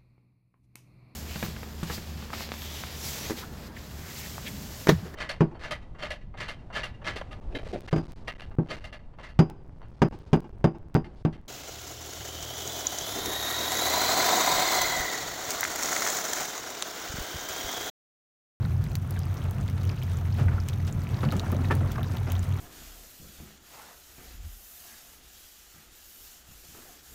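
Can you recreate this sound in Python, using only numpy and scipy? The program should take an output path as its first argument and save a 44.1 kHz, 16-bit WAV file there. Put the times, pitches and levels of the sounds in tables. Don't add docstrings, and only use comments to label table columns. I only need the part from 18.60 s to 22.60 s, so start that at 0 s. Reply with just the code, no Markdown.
import sys
import numpy as np
from scipy import signal
from scipy.fft import rfft, irfft, next_fast_len
from scipy.io import wavfile
from scipy.ndimage import map_coordinates

SR = 44100
rng = np.random.default_rng(int(sys.argv[2]) if len(sys.argv) > 2 else 0)


def unload_wav(signal):
    wavfile.write(
        sys.argv[1],
        SR,
        np.round(np.clip(np.atleast_2d(signal).T, -1, 1) * 32767).astype(np.int16),
    )


N = 176400
TOP_HZ = 16100

# time_s, gain_db
FIZZ_LEVEL = [(0, -1.5), (.7, -0.5), (1.1, -0.5), (1.5, 2), (1.9, -3), (2.2, 0.5), (2.7, 1.5), (3.3, 1),
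              (3.7, 2), (4, 3)]


def laps(gulp_t60_s=0.37, gulp_lag_s=0.0032):
    waves = [(.56, -47, .008, .07, -23), (0.848, -41.5, 0.0045, 0.07, -11), (1.168, -43, 0.0092, 0.12, -11),
             (1.293, -45.5, 0.01, 0.34, 1), (1.772, -37.5, 0.023, 0.2, 2), (1.878, -41, 0.0048, 0.079, -14),
             (2.273, -47, 0.01, 0.17, 2), (1.915, -47.5, .015, 0.19, -9), (2.629, -32.5, .003, 0.14, -0.5),
             (2.722, -32.5, .002, 0.088, -1.5), (2.861, -41.5, .0025, 0.064, 4),
             (2.921, -39, .0058, 0.071, 5), (3.046, -45, 0.0033, 0.11, 6), (3.105, -27, 0.0078, 0.1, -10),
             (3.123, -38, .002, 0.037, -10), (3.355, -44.5, .002, 0.035, -13),
             (3.206, -41.5, .002, 0.08, 4.5), (3.382, -42.5, 0.0024, 0.073, 6),
             (3.665, -42, 0.0043, 0.56, 3.5)]
    slap_spectrum = [(100, -8), (300, 2), (700, 0.5), (1250, 2.5), (1800, -3), (2500, -6), (4000, -17),
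                     (7000, -25), (16000, -33)]
    gulp_spectrum = [(40, -25), (120, -16.5), (230, -2), (380, -8.5), (700, -14.5), (3000, -73)]
    t = np.arange(SR // 2) / SR

    def envelope(rise_s, t60_s):
        return np.minimum(t / rise_s, 1) * amp(-60 * np.maximum(t - rise_s, 0) / t60_s)

    slap, gulp = np.zeros((2, N))
    for start_s, db, rise_s, t60_s, gulp_db in waves:
        add(slap, start_s, amp(db) * envelope(rise_s, t60_s))
        add(gulp, start_s, amp(db + gulp_db) * envelope(rise_s + gulp_lag_s, gulp_t60_s))
    grain = amp(2 * wobble(300))
    return slap * unit(noise(slap_spectrum) * grain) + gulp * noise(gulp_spectrum)


def plops(steady_hz=850, ragged=0.65):
    pockets = [(.051, -31.5, 1494), (.559, -36, 2160), (.571, -36, 1700), (1.797, -35, 943),
               (1.806, -32, 460), (1.882, -33.5, 2210), (1.884, -29.5, 1600), (1.916, -35, 1520),
               (1.933, -32.5, 1380), (1.981, -30.5, 1476), (2.632, -26, 1305), (2.636, -27.5, 745),
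               (2.642, -26, 520), (2.724, -24.5, 1318), (2.729, -27, 600), (2.736, -25.5, 820),
               (2.834, -29, 890), (2.928, -31, 1270), (2.949, -26, 543), (3.046, -32, 2000),
               (3.207, -30, 1390), (3.245, -32, 1180), (3.267, -31, 553), (3.356, -30, 1250),
               (3.357, -29.5, 1740), (3.380, -24, 1180), (3.389, -29, 670), (3.411, -32, 1450)]
    out = np.zeros(N)
    for start_s, db, hz in pockets:
        glide = 25.5 * np.log2(steady_hz / hz)
        add(out, start_s, amp(db) * bubble(hz, t60_s=0.033, rise_s=0.00082, octaves_per_s=glide))
    return out * unit(1 + ragged * wobble(1300))


def glugs():
    pockets = [(1.811, -16, 116), (1.86, -12, 88.5), (1.941, -15.5, 96.4), (2.655, -13.5, 138),
               (2.661, -19.5, 211), (2.682, -23, 153), (2.756, -21.5, 189), (2.922, -20.5, 180),
               (2.994, -24, 242), (3.165, -18, 123)]
    out = np.zeros(N)
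    for start_s, db, hz in pockets:
        add(out, start_s, amp(db) * bubble(hz, t60_s=0.13, rise_s=0.0021, octaves_per_s=2.5))
    return out


def knocks(ragged=0.45):
    blows = [(3.101, -32), (3.1087, -21), (3.123, -35)]  # start_s, level_db
    modes = [(382, -1, 0.062), (930, -1.5, 0.048), (1156, -3, 0.044), (1305, -0.5, 0.044),
             (1746, -1.5, 0.043)]
    out = np.zeros(N)
    for start_s, db in blows:
        for hz, mode_db, t60_s in modes:
            gain = amp(db + mode_db + rng.standard_normal())
            add(out, start_s, gain * bubble(hz, t60_s, rise_s=0.00057))
    return out * unit(1 + ragged * wobble(500))


def wash(centre_hz=1100, ring_cycles=14):
    swell = [(0.0, -47), (0.3, -47.5), (0.83, -46.5), (1.07, -48), (2.33, -46), (2.61, -41.5),
             (2.82, -39.5), (2.95, -41), (3.75, -45.5), (4.0, -45)]
    rush_spectrum = [(100, -2), (220, 3), (380, 1), (600, -3), (950, -6.5), (1300, -7), (2000, -13),
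                     (3500, -24), (6000, -29), (16000, -37.5)]
    gurgles = np.zeros(N)
    for start_s, size_db, deviate in swarm(per_s=170, spread_db=3.0):
        hz = centre_hz * 2 ** np.clip(0.61 * deviate, -1.7, 1.7)
        ring = bubble(hz, ring_cycles / hz, rise_s=0.00046, octaves_per_s=15 * rng.standard_normal())
        add(gurgles, start_s, amp(size_db + 2) * ring)
    rush = amp(-1 + 2.03 * wobble(21.97)) * noise(rush_spectrum)
    return amp(curve(swell)) * (rush + gurgles)


def pops(centre_hz=5000, ring_cycles=18.3, boost_db=5):
    near = [(.051, -36.5, 4040), (.354, -27.5, 4500), (1.080, -36.5, 3460), (1.0798, -39, 7250),
            (1.2936, -31, 4730), (1.298, -34, 2580), (1.571, -33.5, 7150), (2.002, -33, 5300),
            (2.133, -35, 3530), (2.326, -29.5, 7110), (2.47, -34.5, 2400), (2.5438, -35, 4070),
            (2.689, -31, 2790), (2.707, -32.5, 4020), (2.715, -30, 4070), (2.796, -24, 3830),
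            (3.4312, -33, 3500), (3.5698, -32.5, 3640), (3.7535, -34.5, 3270), (3.766, -36.5, 3760),
            (3.7933, -29.5, 7160)]
    out, swell_db = np.zeros(N), curve(FIZZ_LEVEL)
    far = []
    for start_s, size_db, deviate in swarm(per_s=90, spread_db=4.0):
        hz = centre_hz * 2 ** np.clip(0.81 * deviate, -1.4, 1.5)
        far.append((start_s, -49 + size_db + swell_db[int(start_s * SR)], hz))
    for start_s, db, hz in near + far:
        add(out, start_s, amp(db + boost_db) * bubble(hz, ring_cycles / hz, rise_s=0.00008))
    return out


def snaps(boost_db=8.5):
    fractures = [(0.24, -31, -34), (.316, -50, -38), (.354, -25, -24), (.508, -45, -27), (.591, -33, -35),
                 (.742, -36, -37), (0.9097, -42, -32), (1.099, -34, -40), (1.233, -34, -41),
                 (1.252, -36, -40), (1.433, -48, -33), (2.086, -23.5, -32), (2.087, -34, -34),
                 (2.722, -31, -32.5), (2.766, -28.5, -50), (2.796, -24.5, -43), (2.918, -38, -29),
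                 (3.152, -43, -27.5), (3.319, -48, -28), (3.431, -42, -34), (3.57, -30.5, -36),
                 (3.7194, -30, -22)]
    body_spectrum = [(500, -10), (2600, 2.5), (4200, -2.5), (6500, 0), (16000, -23)]  # freq_hz, level_db
    edge_spectrum = [(1000, -25), (7000, -6.5), (10400, -6), (12000, -0.5)]  # freq_hz, level_db
    out = np.zeros(N)
    for start_s, body_db, edge_db in fractures:
        snap = amp(body_db) * crack(body_spectrum) + amp(edge_db) * crack(edge_spectrum)
        add(out, start_s, amp(boost_db) * snap)
    return out


def ticks(centre_hz=8000, skirt_db=14):
    out, swell_db = np.zeros(N), curve(FIZZ_LEVEL)
    for start_s, size_db, deviate in swarm(per_s=49, spread_db=4.5):
        hz = centre_hz * 2 ** np.clip(0.62 * deviate, -1.5, 1)
        spectrum = [(hz / 4, -3 * skirt_db), (hz / 2, -skirt_db), (hz, 0), (hz * 2, -skirt_db)]
        add(out, start_s, amp(-42.5 + size_db + swell_db[int(start_s * SR)]) * crack(spectrum))
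    return out


def flurries():
    bursts = [(1.502, -51, 0.022), (1.792, -49.5, 0.044), (2.092, -42, 0.0093), (2.281, -43, 0.012),
              (3.32, -47.5, 0.015)]
    spray_spectrum = [(500, -17), (2000, 6), (3500, 5.5), (6000, 0.5), (10000, -11.5), (16000, -10)]  # freq_hz, level_db
    t = np.arange(N) / SR
    swell = sum(amp(db) * np.exp(-((t - middle_s) / half_s) ** 2) for middle_s, db, half_s in bursts)
    grain = amp(4 * wobble(400))
    return swell * unit(noise(spray_spectrum) * grain)


def hiss():
    spectrum = [(500, 10.5), (2000, 9.5), (3800, 6), (4900, -1.5), (6200, 5), (8000, -7.5), (9600, -2.5),
                (10400, -12), (12000, 1), (16000, -5)]
    level_db = -55.5 + curve(FIZZ_LEVEL) + 1.05 * wobble(29.84) + 2.8 * wobble(250)
    return amp(level_db) * noise(spectrum)


def engine(hum_hz=90.78, waver=0.018, flutter_db=1.8):
    partials = [(.5, -48.5), (1, -31.5), (1.44, -38), (2.45, -52)]  # multiple_of_hum, level_db
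    phase = 2 * np.pi * np.cumsum(hum_hz * (1 + waver * wobble(6))) / SR
    return sum(np.sqrt(2) * amp(db + flutter_db * wobble(14)) * np.sin(multiple * phase)
               for multiple, db in partials)


def wind():
    gusts = [(0, -26.5), (.3, -30), (.7, -33.5), (1.05, -28), (1.4, -32.5), (1.7, -31.5), (1.88, -26),
             (2.06, -31.5), (2.5, -27), (2.67, -33.5), (2.85, -30), (3.2, -27.5), (3.5, -30), (4, -33)]
    rumble_spectrum = [(15, -66), (31, -40), (41, -13), (58, -4.5), (70, -10.5), (87, 2.5), (112, -1.5),
                       (130, -2), (170, -8), (230, -18.5), (330, -27), (600, -44.5), (2000, -68)]
    return amp(curve(gusts)) * noise(rumble_spectrum)


def bubble(hz, t60_s, rise_s, octaves_per_s=0):
    t = np.arange(int(t60_s * SR) + 1) / SR
    phase = 2 * np.pi * np.cumsum(hz * 2 ** (octaves_per_s * t)) / SR
    return np.sin(phase) * amp(-60 * t / t60_s) * (1 - np.exp(-t / rise_s))


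def crack(spectrum, t60_s=0.0012):
    t = np.arange(256) / SR
    hz = np.fft.rfftfreq(len(t), 1 / SR)
    burst = rng.standard_normal(len(t)) * amp(-60 * t / t60_s)
    burst = np.roll(burst, len(t) // 8)
    shaped = irfft(rfft(burst) * colour(spectrum, hz) * (hz < TOP_HZ))
    return shaped / np.linalg.norm(shaped)


def swarm(per_s, spread_db):
    when, size, pitch = rng.random((2000, 3))[:int(per_s * N / SR)].T
    size_db = -spread_db * np.log(0.03 + 0.97 * size)
    deviate = np.log(pitch / (1 - pitch)) / np.sqrt(np.pi)
    return zip(when * N / SR, size_db, deviate)


def scatter(x, t60_s, wet_db):
    t = np.arange(SR // 5) / SR
    tail = rng.standard_normal(len(t)) * amp(-60 * t / t60_s) * (t > 0.001)
    return x + amp(wet_db) * signal.fftconvolve(x, tail / np.linalg.norm(tail))[:N]


def amp(db):
    return 10 ** (np.asarray(db) / 20)


def unit(x):
    return x / np.sqrt(np.mean(x ** 2) + 1e-20)


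def curve(rows):
    return np.interp(np.arange(N) / SR, *np.transpose(rows))


def wobble(per_s):
    return map_coordinates(rng.standard_normal(N // 20), [np.arange(N) * per_s / SR], mode="mirror")


def colour(spectrum, hz):
    freq_hz, level_db = np.transpose(spectrum)
    return amp(np.interp(np.log(hz + 1), np.log(freq_hz), level_db))


def filtered(x, response):
    size = next_fast_len(N + SR // 4)
    return irfft(rfft(x, size) * response(np.fft.rfftfreq(size, 1 / SR)), size)[:N]


def noise(spectrum):
    return unit(filtered(rng.standard_normal(N), lambda hz: colour(spectrum, hz)))


def add(track, start_s, sound):
    part = track[max(0, round(start_s * SR)):][:len(sound)]
    part += sound[:len(part)]


def scene():
    bed = engine() + wind() + hiss()
    water = scatter(wash() + laps() + plops() + knocks(), t60_s=0.19, wet_db=-16) + glugs()
    ice = scatter(pops() + snaps() + ticks(), t60_s=0.023, wet_db=-9) + flurries()
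    return (bed + water + ice)[None]


def record(dry):
    return filtered(dry[0], lambda hz: 1 / (1 + (hz / TOP_HZ) ** 120))[None]


dry = scene()
out = record(dry)
unload_wav(out)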